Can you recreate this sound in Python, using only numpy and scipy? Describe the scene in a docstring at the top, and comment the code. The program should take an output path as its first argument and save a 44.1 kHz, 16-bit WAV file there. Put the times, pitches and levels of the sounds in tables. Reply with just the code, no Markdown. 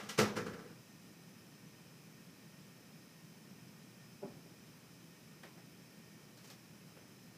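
"""A quiet room, heard from the microphone of a camera at a window. Right at the microphone,
fingers let go of the camera; it lands on its stand and rocks to rest, each bump ringing housing
and stand. That leaves the low hum of ventilation and the camera's own whirr and hiss, there all along.
Past four seconds a panel is knocked farther off and the room booms dully; a few weak clicks follow."""
import sys
import numpy as np
from scipy import signal
from scipy.fft import rfft, irfft, next_fast_len
from scipy.io import wavfile
from scipy.ndimage import map_coordinates

SR = 44100
rng = np.random.default_rng(int(sys.argv[2]) if len(sys.argv) > 2 else 0)


def persist_wave(psi):
    """Save psi, clipped to +-1, as 16-bit WAV."""
    counts = np.round(np.clip(psi, -1, 1) * 32767).astype(np.int16)
    wavfile.write(sys.argv[1], SR, np.atleast_2d(counts).T)


N = 325017


def rocking(start_s, count):
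    """The camera rocks to rest on its foot: each bump comes sooner, weaker and duller."""
    first_gap_s, shortest_gap_s, gap_shrink = 0.098, 0.052, 0.36
    out, age_s = np.zeros(N), 0
    for k in range(count):
        out += bump(start_s + age_s, thud_db=-32.5 - 68 * age_s, clatter_db=-38.5 - 79 * age_s,
                    tilt_db=-1.75 - 7 * age_s, emphasis_db=7)
        age_s += shortest_gap_s + (first_gap_s - shortest_gap_s) * gap_shrink ** k
    return out


def bump(start_s, thud_db, clatter_db, tilt_db, emphasis_db):
    """Camera meets stand, right at the microphone: an edge grazes, the blow lands, the weight follows."""
    foot_hz = 1450
    hard = contact_colour(tilt_db, foot_hz, emphasis_db)
    soft = contact_colour(tilt_db - 3.5, foot_hz, emphasis_db)
    graze = clatter(clatter_db - 9, hard)
    blow = thud(thud_db) + clatter(clatter_db, hard)
    weight = thud(thud_db - 8) + clatter(clatter_db - 13.5, soft)
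    out = np.zeros(N)
    for delay_s, sound in [(-0.008, graze), (0, blow), (0.029, weight)]:
        add(out, start_s + delay_s, sound, rise_s=0.0083)
    return out


# Low modes of the stand under the microphone: pitch_hz, relative_db, t60_s
STAND_MODES = [(128, -9, .42), (168, -9, .4), (209, 1, .3), (234, -6, .3), (330, -8, .27), (431, 0, .21),
               (484, -2, .27), (525, -11, .22)]
# Dense ringing between those modes: frequency_hz, density_db
THUD_SPECTRUM = [(25, -30), (65, -41), (100, -5), (200, 0.5), (320, -3), (480, 3.5), (680, -23),
                 (1500, -42)]

def thud(level_db):
    """A contact thuds through the stand."""
    return amp(level_db) * (amp(-3) * ring(STAND_MODES) + amp(-5.5) * wash(THUD_SPECTRUM))


# Modes of the housing around the microphone: pitch_hz, relative_db, t60_s
HOUSING_MODES = [(798, -3, .3), (1033, -2, .25), (1172, 0, .28), (1231, 0, .28), (1328, 1, .3),
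                 (1389, 0, .26), (1518, -1, .22), (1636, -1, .27), (1694, -2, .26), (1970, 0, .32),
                 (2137, -5, .24), (2336, -4, .24), (2541, -5, .24), (2799, -7, .22), (3005, -4, .22),
                 (4377, -8, .18), (5055, -5, .24), (5496, -4, .18), (5809, -4, .2), (6304, -9, .45)]
# Dense ringing between those modes: frequency_hz, density_db
CLATTER_SPECTRUM = [(100, -42), (450, -7), (700, -3.5), (1200, -2), (2000, 0.5), (3300, -4.5), (4600, -4),
                    (5800, -1.5), (7000, -5.5), (10000, -10), (15500, -20)]

def clatter(level_db, colour):
    """A contact rattles the housing."""
    clack = amp(-4) * ring(HOUSING_MODES, colour)
    return amp(level_db) * (clack + amp(-1.5) * wash(CLATTER_SPECTRUM, colour=colour))


# Light touches beside the microphone: start_s, thud_db, clatter_db, tilt_db_per_octave
FINGER_TOUCHES = [(-0.008, -50, -46.5, -3), (0.026, -47.5, -53, -1), (0.054, -72, -55, -3),
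                  (0.085, -51, -40.5, 1.5), (0.270, -48, -46, -2.5)]

def fingers():
    """Fingers touch the housing as they let go of it."""
    out = np.zeros(N)
    for start_s, thud_db, clatter_db, tilt_db in FINGER_TOUCHES:
        colour = contact_colour(tilt_db, pitch_hz=3050, emphasis_db=5)
        add(out, start_s, thud(thud_db) + clatter(clatter_db, colour), rise_s=0.01)
    return out


# Dull blows on a panel farther off: start_s, level_db, rise_s
PANEL_KNOCKS = [(4.217, -53, 0.0047), (4.224, -38, 0.0099), (4.449, -58.5, 0.012)]
# Modes of that panel: pitch_hz, relative_db, t60_s
PANEL_MODES = [(207, -13, .65), (392, 0, .15), (549, -15, .25), (594, -5, .18), (721, -13, .2),
               (837, -13, .25), (989, -20, .25), (1300, -22, .17), (1451, -23, .15)]
# The room's low answer: frequency_hz, density_db
BOOM_SPECTRUM = [(50, -43), (140, 3), (260, 4.5), (450, -7), (800, -12), (1100, -17), (1600, -24),
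                 (3000, -44)]

def knocks():
    """A panel is knocked some way from the microphone and the room booms after it."""
    out = np.zeros(N)
    for start_s, level_db, rise_s in PANEL_KNOCKS:
        add(out, start_s, amp(level_db) * ring(PANEL_MODES), rise_s)
        add(out, start_s, amp(level_db - 9) * wash(BOOM_SPECTRUM, decay_scale=1.46), 4 * rise_s)
    return out


# Weak clicks in the room: start_s, level_db, tilt_db_per_octave, pitch_hz, rise_s
WEAK_CLICKS = [(5.43, -51, -2.5, 1900, 0.004), (5.571, -59.5, -5, 1900, 0.009),
               (6.371, -59, 0, 4300, 0.0036), (6.432, -55, 0.5, 6000, 0.016), (6.463, -57, 2, 6000, 0.015),
               (6.496, -52, 0.5, 5140, 0.0072), (6.960, -57, -4.5, 2100, 0.011)]
# The ringing they share, before each is coloured: frequency_hz, density_db
CLICK_SPECTRUM = [(150, -28), (450, 0), (1000, -7.5), (2500, -7), (5000, -10.5), (9000, -13.5),
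                  (15500, -18)]

def clicks():
    """Light contacts reach the microphone mostly by way of the room."""
    out = np.zeros(N)
    for start_s, level_db, tilt_db, pitch_hz, rise_s in WEAK_CLICKS:
        colour = contact_colour(tilt_db, pitch_hz, emphasis_db=7)
        add(out, start_s, amp(level_db) * wash(CLICK_SPECTRUM, decay_scale=0.77, colour=colour), rise_s)
    return out


# Ventilation as it reaches the window: frequency_hz, density_db
VENT_SPECTRUM = [(25, -60), (45, -70), (70, -18), (90, -14), (125, -6.5), (160, 2), (195, 0), (240, -4.5),
                 (330, -9), (500, -14.5), (750, -21), (1500, -23.5), (4000, -48)]

def ventilation():
    """Room tone: ventilation rumbles over a faint mains hum, both wavering slightly."""
    rumble = amp(-59.5 + 0.22 * wobble(4.72)) * noise(lambda hz: amp(along(VENT_SPECTRUM, hz)), N)
    mains_hz = 120
    hum_gain = amp(-71.5 + wobble(1.86))
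    hum_phase = 2 * np.pi * mains_hz * np.arange(N) / SR + 0.17 * wobble(3)
    return rumble + hum_gain * unit(np.sin(hum_phase))


# Resonances of the whirr inside the camera: pitch_hz, half_width_hz, relative_db
WHIRR_PEAKS = [(1843, 55, 0), (2276, 36, 2), (2488, 133, 0), (3100, 61, -4.5), (3930, 140, -7.5),
               (4860, 120, -4), (5190, 94, 1), (5410, 88, -1.5), (5730, 76, -5), (5945, 69, -2.5),
               (6240, 170, -6)]

def camera_whirr():
    """The camera whirrs in narrow resonances, close to its own microphone."""
    def peaks(hz):
        return np.sqrt(sum(amp(db) ** 2 / (1 + ((hz - pitch_hz) / half_width_hz) ** 2) ** 2
                           for pitch_hz, half_width_hz, db in WHIRR_PEAKS))
    # reflections add up in and out of phase, leaving a fine, steady ripple in the colour
    steps_hz = np.arange(0, SR / 2, 16)
    ripple_db = rng.uniform(-7, 7, len(steps_hz))
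    return amp(-69) * noise(lambda hz: peaks(hz) * amp(np.interp(hz, steps_hz, ripple_db)), N)


# Noise floor behind the microphone: frequency_hz, density_db
HISS_SPECTRUM = [(100, -7), (900, 4), (1500, 4), (2800, 5), (3600, 1.5), (6500, 1), (9000, -1),
                 (15500, -2.5)]

def amplifier_hiss():
    """The camera's amplifier hisses steadily."""
    return amp(-65.5) * noise(lambda hz: amp(along(HISS_SPECTRUM, hz)), N)


# The room's decay, before decay_scale stretches it: frequency_hz, t60_s
ROOM_DECAY = [(100, 1), (250, 0.21), (600, 0.5), (2000, 0.29), (5000, 0.3), (9000, .2), (15000, 0.28)]

def wash(spectrum, decay_scale=1.0, colour=np.zeros_like):
    """One second of dense ringing in the room; the bass lasts longest."""
    burst = noise(lambda hz: amp(along(spectrum, hz) + colour(hz)), SR)
    hz, t, bands = signal.stft(burst, SR, nperseg=256)
    t60_s = decay_scale * along(ROOM_DECAY, hz)[:, None]
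    fade = np.exp(-np.log(1000) * t / t60_s)
    return signal.istft(bands * fade, SR, nperseg=256)[1][:SR]


def ring(modes, colour=np.zeros_like):
    """One second of a struck body's decaying modes, starting at rms 1."""
    t = np.arange(SR) / SR
    hz, db, t60_s = np.transpose(modes)[:, :, None]
    gain = amp(db + colour(hz) + rng.normal(0, 1, hz.shape))
    waves = np.sin(2 * np.pi * (hz * t + rng.random(hz.shape)))
    fade = np.exp(-np.log(1000) * t / t60_s)
    return np.sum(gain * waves * fade, axis=0) / np.sqrt(np.sum(gain ** 2) / 2)


def contact_colour(tilt_db, pitch_hz, emphasis_db):
    """Colour in dB: a harder touch is brighter (tilt_db per octave); the touched spot favours one band."""
    slope = lambda hz: tilt_db * np.log2(np.clip(hz, 500, 8000) / 2000)
    return lambda hz: slope(hz) + emphasis_db / (1 + (np.log2((hz + 1) / pitch_hz) / 0.36) ** 2)


def add(track, start_s, sound, rise_s):
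    """Lay a sound into the track; a soft contact swells over its rise time."""
    progress = np.clip(np.arange(len(sound)) / SR / rise_s, 0, 1)
    swell = np.sin(np.pi / 2 * progress ** 1.96)
    start = round(start_s * SR)
    part = (sound * swell)[max(-start, 0):N - start]
    track[max(start, 0):][:len(part)] += part


def amp(db):
    """Decibels to gain."""
    return 10 ** (np.asarray(db) / 20)


def unit(x):
    """Scale to rms 1."""
    return x / np.sqrt(np.mean(x ** 2) + 1e-20)


def along(points, hz):
    """Join (frequency_hz, value) points on a log frequency axis."""
    points_hz, values = np.transpose(points)
    return np.interp(np.log(hz + 1), np.log(points_hz), values)


def filtered(x, response):
    """Apply a gain that depends on frequency."""
    size = next_fast_len(len(x) + SR // 2)
    return irfft(rfft(x, size) * response(np.fft.rfftfreq(size, 1 / SR)), size)[:len(x)]


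def noise(response, size):
    """Coloured noise of rms 1."""
    return unit(filtered(rng.standard_normal(size), response))


def wobble(rate_hz):
    """A smooth random curve with rate_hz knots a second."""
    knots = rng.standard_normal(int(N * rate_hz / SR) + 4)
    return map_coordinates(knots, [np.arange(N) * rate_hz / SR])


def scene():
    """Everything at the camera's one microphone, by the window."""
    touches = fingers()
    landing = bump(start_s=0.182, thud_db=-24, clatter_db=-27, tilt_db=-1.5, emphasis_db=1.2)
    close = touches + landing + rocking(start_s=0.361, count=6)
    room = knocks() + clicks() + ventilation()
    return (close + room + camera_whirr() + amplifier_hiss())[None]


def record(dry):
    """The camera keeps nothing above its band limit."""
    top_hz = 15450
    return np.array([filtered(channel, lambda hz: hz < top_hz) for channel in dry])


dry = scene()
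out = record(dry)
persist_wave(out)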